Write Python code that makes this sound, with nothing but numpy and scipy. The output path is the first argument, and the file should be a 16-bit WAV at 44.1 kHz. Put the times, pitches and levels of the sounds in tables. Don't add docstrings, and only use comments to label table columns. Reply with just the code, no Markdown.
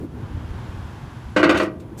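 import sys
import numpy as np
from scipy import signal
from scipy.fft import rfft, irfft
from scipy.io import wavfile
from scipy.ndimage import uniform_filter1d, minimum_filter1d

SR = 44100
rng = np.random.default_rng(int(sys.argv[2]) if len(sys.argv) > 2 else 0)


def to_wav(sig):
    pcm = np.clip(np.atleast_2d(sig), -1, 1) * 32767
    pcm = np.round(pcm).astype(np.int16)
    wavfile.write(sys.argv[1], SR, pcm.T)


N = 88200
TILT_HZ = 1000


def amp(db):
    return 10 ** (np.asarray(db) / 20)


def unit(x):
    return x / np.sqrt(np.mean(x ** 2) + 1e-20)


def read(points, hz):
    f, value = np.transpose(points)
    return np.interp(np.log(hz + 1), np.log(f + 1), value)


def curve(points):
    return np.interp(np.arange(N) / SR, *np.transpose(points))


def add(mix, start_s, sound):
    part = mix[round(start_s * SR):][:len(sound)]
    part += sound[:len(part)]


def colour(x, points):
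    hz = np.fft.rfftfreq(len(x), 1 / SR)
    return unit(irfft(rfft(x) * amp(read(points, hz)), len(x)))


def octaves(hz):
    return np.log2(np.maximum(hz, 200) / TILT_HZ)


def bursts(size, per_s, fall_s, depth):
    hits = 1. * (rng.random(size) < per_s / SR)
    t = np.arange(size) / (fall_s * SR)
    swell = 2 * t * np.exp(1 - 2 * t)
    return unit(1 + depth * signal.fftconvolve(hits, swell)[:size])


def ripple(x, gap_hz, depth_db):
    hz = np.fft.rfftfreq(len(x), 1 / SR)
    heights = np.clip(rng.standard_normal(4096), -2, 2)
    peaks = np.interp(hz / gap_hz, np.arange(4096), heights)
    return amp(depth_db * np.clip(hz / 1500, 0, 1) * peaks)


# [pitch_hz, relative level_db per Hz]
TRAFFIC_COLOUR = [(290, -26), (500, -4.5), (578, -7), (629, -5), (938, -0.5), (1280, -6), (1600, -5.5),
                  (1940, -11.5), (2960, -15.5), (3220, -13.5), (3910, -19.5), (7690, -27), (9000, -35.5),
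                  (11700, -63), (19800, -120)]
# [pitch_hz, relative level_db per Hz]
FIZZ_COLOUR = [(6000, -22), (9000, -6), (10200, 5), (11300, -10), (12500, -14), (13200, 6), (13800, -15),
               (15000, -22)]
# [time_s, tilt_db per octave]
TRAFFIC_TILT = [(0, -0.5), (.25, -1.5), (.65, -0.5), (1.3, 0), (2, -2.5)]
# [time_s, gain_db]
TRAFFIC_LEVEL = [(0, -49.5), (.08, -54), (.22, -45.5), (.6, -43.5), (.95, -45), (1.3, -47), (1.8, -54.5),
                 (2, -49)]
FIZZ_DB = -23.5


def traffic():
    hiss = colour(rng.standard_normal(N), TRAFFIC_COLOUR)
    fizz = amp(FIZZ_DB) * colour(rng.standard_normal(N), FIZZ_COLOUR)
    hz, t, bands = signal.stft(hiss + fizz, SR, nperseg=512)
    bands = bands * amp(octaves(hz)[:, None] * np.interp(t, *np.transpose(TRAFFIC_TILT)))
    return signal.istft(bands, SR)[1][:N] * amp(curve(TRAFFIC_LEVEL))


# [pitch_hz, relative level_db per Hz]
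RUMBLE_COLOUR = [(12, -52), (20, -31), (43, -16.5), (59, -9), (81, -2.5), (124, -5), (216, -18), (247, -13),
                 (274, -32.5), (300, -30), (390, -33), (660, -120)]
# [time_s, level_db]
RUMBLE_LEVEL = [(0, -27.5), (.08, -39.5), (.14, -32), (.3, -32), (.5, -33), (.7, -33.5), (.92, -37),
                (1.05, -35.5), (1.22, -38.5), (1.33, -34), (1.6, -35.5), (1.82, -39.5), (2, -35)]
# [pitch_hz, relative level_db per Hz]
DRONE_COLOUR = [(120, -23), (190, -1.5), (250, -3.5), (320, 0.5), (450, -9.5), (900, -26), (3000, -49.5)]
# [time_s, level_db]
DRONE_LEVEL = [(0, -35), (.05, -33.5), (.075, -45), (.15, -38), (.35, -43.5), (.8, -44.5), (1.25, -48),
               (1.8, -42.5), (2, -40)]
# [centre_s, peak level_db]
THUMPS = [(0.247, -29), (.354, -21.5), (0.377, -30.5), (0.454, -23), (.514, -19), (0.573, -28),
          (0.697, -24), (0.77, -26), (0.791, -28.5), (0.855, -25.5), (1.081, -27), (1.267, -25)]
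LUMPS_PER_S, LUMP_S, LUMP_DEPTH = 35, 0.0027, 0.88
THUMP_HZ, THUMP_WIDTH_S = 82.5, 0.0079


def diesel():
    lumps = rng.standard_normal(N) * bursts(N, LUMPS_PER_S, LUMP_S, LUMP_DEPTH)
    rumble = colour(lumps, RUMBLE_COLOUR) * amp(curve(RUMBLE_LEVEL))
    drone = colour(rng.standard_normal(N), DRONE_COLOUR) * amp(curve(DRONE_LEVEL))
    out = rumble + drone
    t = np.arange(N) / SR
    for (centre_s, db), (turn, pitch) in zip(THUMPS, rng.random((len(THUMPS), 2))):
        age = t - centre_s
        hz = THUMP_HZ * 2 ** ((pitch - .5) / 2)
        bell = np.exp(-(age / THUMP_WIDTH_S) ** 2)
        out += amp(db) * bell * np.sin(2 * np.pi * (hz * age + turn))
    return out


# [time_s, level_db]
SCRAPE_LEVEL = [(1.968, -81), (1.977, -47.5), (2.0, -38)]
# [pitch_hz, relative level_db per Hz]
SCRAPE_COLOUR = [(300, 7), (1500, -7), (3500, -8), (5500, -6), (7600, 1), (10000, -8), (15000, -9)]


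def scrape():
    grains = rng.standard_normal(N) * bursts(N, per_s=750, fall_s=0.00065, depth=0.52)
    started = np.arange(N) / SR > SCRAPE_LEVEL[0][0]
    return colour(grains, SCRAPE_COLOUR) * amp(curve(SCRAPE_LEVEL)) * started


MODE_SPREAD_DB = 2.5


def ring(modes, t):
    hz, db, t60 = np.transpose(modes)[:, :, None]
    db = db + MODE_SPREAD_DB * rng.standard_normal(hz.shape)
    decay = np.exp(-np.log(1000) * t / t60)
    sines = np.sin(2 * np.pi * (hz * t + rng.random(hz.shape)))
    return (amp(db) * decay * sines).sum(0)


def dying(x, t60s, age, tilt_db):
    hz = np.fft.rfftfreq(len(x), 1 / SR)
    centres = np.geomspace(150, 14000, 9)
    spectrum = rfft(x) * amp(tilt_db * octaves(hz))
    out = 0
    for centre, pick in zip(centres, np.eye(len(centres))):
        weight = read(list(zip(centres, pick)), hz)
        decay = np.exp(-np.log(1000) * age / read(t60s, centre))
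        out = out + irfft(spectrum * weight, len(x)) * decay
    return out


# [start_s, relative level_db, treble tilt_db per octave, chatter_s, relative pawl_ring_db]
BLOWS = [(1.3622, -13.5, -0.5, 0.018, -57), (1.3914, -25, 1, 0.015, -78), (1.4289, -11.5, -0.6, 0.017, -72),
         (1.4919, -14, 0.64, 0.015, -45), (1.5440, -19.5, -1.2, 0.028, -76.5),
         (1.573, -27.5, 5.5, 0.0056, -45), (1.5974, -17, -0.9, 0.011, -68), (1.614, -38, 6.5, 0.0045, -75),
         (1.6295, -42, 7.5, 0.008, -70), (1.658, -45, 3.5, 0.011, -80), (1.7975, -64, 12, 0.0087, -70),
         (1.82, -66, 7, 0.0071, -93)]
# [pitch_hz, relative level_db per Hz]
CLANG_COLOUR = [(70, -53), (130, -17.5), (188, -13.5), (260, -12.5), (310, -1), (450, -11.5), (640, -9),
                (770, -20), (1100, -13), (1520, -12.5), (1720, -18), (2550, -19), (3300, -25.5),
                (4500, -31), (6000, -38), (9000, -46.5), (11200, -56), (12200, -60), (13400, -62),
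                (15500, -66)]
# [pitch_hz, t60_s]
CLANG_T60 = [(150, 0.86), (350, 0.11), (800, 0.4), (1600, 0.24), (3500, 0.18), (7000, 0.093), (14000, 0.15)]
# [pitch_hz, t60_s]
AFTER_T60 = [(200, 1.37), (550, 0.85), (1200, 0.31), (3000, 0.32), (12000, 0.12)]
# [pitch_hz, relative level_db, t60_s]
FRAME_MODES = [(182.7, -19, 1.63), (197.9, -11, 0.58), (298.8, -2.5, 0.43), (322.4, -7, 0.46),
               (340.7, 0.5, 0.36), (418.4, -13, 0.3), (518, -2.5, 0.14), (517.6, -10.5, 0.59),
               (630, -9, 0.49), (908, -12.5, 0.2), (1228, -18.5, 0.18), (1524, -6.5, 0.11),
               (1598, -6, 0.093), (1918, -14, 0.37), (1956, -12.5, 0.24), (2376, -14.5, 0.22),
               (2482, -17, 0.13), (2785, -10, 0.096), (2930, -18.5, 0.29), (4470, -30, 0.27)]
# [pitch_hz, relative level_db, t60_s]
PAWL_MODES = [(8480, -1, 0.11), (11900, -10, 0.15), (14210, -8, .3), (14810, -12, 0.2)]
CHATTER_PER_S, CHATTER_S, CHATTER_DEPTH = 220, 0.00094, 0.24
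ATTACK_S, MODE_RISE_S = 0.001, 0.0016
DROP_S, DROP_SHARE = 0.002, 0.22
AFTER_DB, MODES_DB = -14, -3
PARTIAL_GAP_HZ, PARTIAL_DEPTH_DB = 37.74, 2.5
SPOT_GAP_HZ, SPOT_DEPTH_DB = 170.3, 2
SETTLE_S, SETTLE_FALL_S, SETTLE_DB = 1.65, 0.081, -2.5
LOW_CUT_HZ = 174


def winch():
    out, t = np.zeros(N), np.arange(SR) / SR
    frame = ripple(t, PARTIAL_GAP_HZ, PARTIAL_DEPTH_DB)
    for start_s, db, tilt_db, chatter_s, pawl_db in BLOWS:
        age = np.maximum(t - chatter_s, 0)
        body = frame * ripple(t, SPOT_GAP_HZ, SPOT_DEPTH_DB)
        early, late = (colour(irfft(body * rfft(noise), SR), CLANG_COLOUR)
                       for noise in rng.standard_normal((2, SR)))
        drop = 1 - DROP_SHARE + DROP_SHARE * np.exp(-age / DROP_S)
        contact = drop * bursts(SR, CHATTER_PER_S, CHATTER_S, CHATTER_DEPTH)
        clang = dying(early, CLANG_T60, age, tilt_db) * contact
        after = amp(AFTER_DB) * dying(late, AFTER_T60, t, tilt_db)
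        modes = amp(MODES_DB) * ring(FRAME_MODES, t) * (1 - np.exp(-t / MODE_RISE_S))
        pawl = amp(pawl_db) * ring(PAWL_MODES, t)
        attack = 1 - np.exp(-(t / ATTACK_S) ** 2)
        add(out, start_s, (amp(db) * (clang + after + modes) + pawl) * attack)
    out *= amp(curve([(SETTLE_S, 0), (SETTLE_S + SETTLE_FALL_S, SETTLE_DB)]))
    return signal.sosfilt(signal.butter(2, LOW_CUT_HZ, "high", fs=SR, output="sos"), out)


def scene():
    return (traffic() + diesel() + scrape() + winch())[None]


# [pitch_hz, relative level_db per Hz]
HISS_COLOUR = [(2000, -30), (7000, -2), (9300, -11), (10200, 10), (11100, -29), (13000, -29), (15000, -18)]
HISS_DB = -75.5
LIMIT_DB, LIMIT_HOLD_S = -2.5, .004
EDGE_HZ = 15450


def record(dry):
    wet = dry + amp(HISS_DB) * colour(rng.standard_normal(N), HISS_COLOUR)
    size = int(LIMIT_HOLD_S * SR) + 1
    needed = np.minimum(1, amp(LIMIT_DB) / (abs(wet) + 1e-9))
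    gain = uniform_filter1d(minimum_filter1d(needed, size), size)
    low_pass = signal.firwin(511, EDGE_HZ, window=("kaiser", 9), fs=SR)
    return signal.oaconvolve(wet * gain, low_pass[None], "same")


dry = scene()
out = record(dry)
to_wav(out)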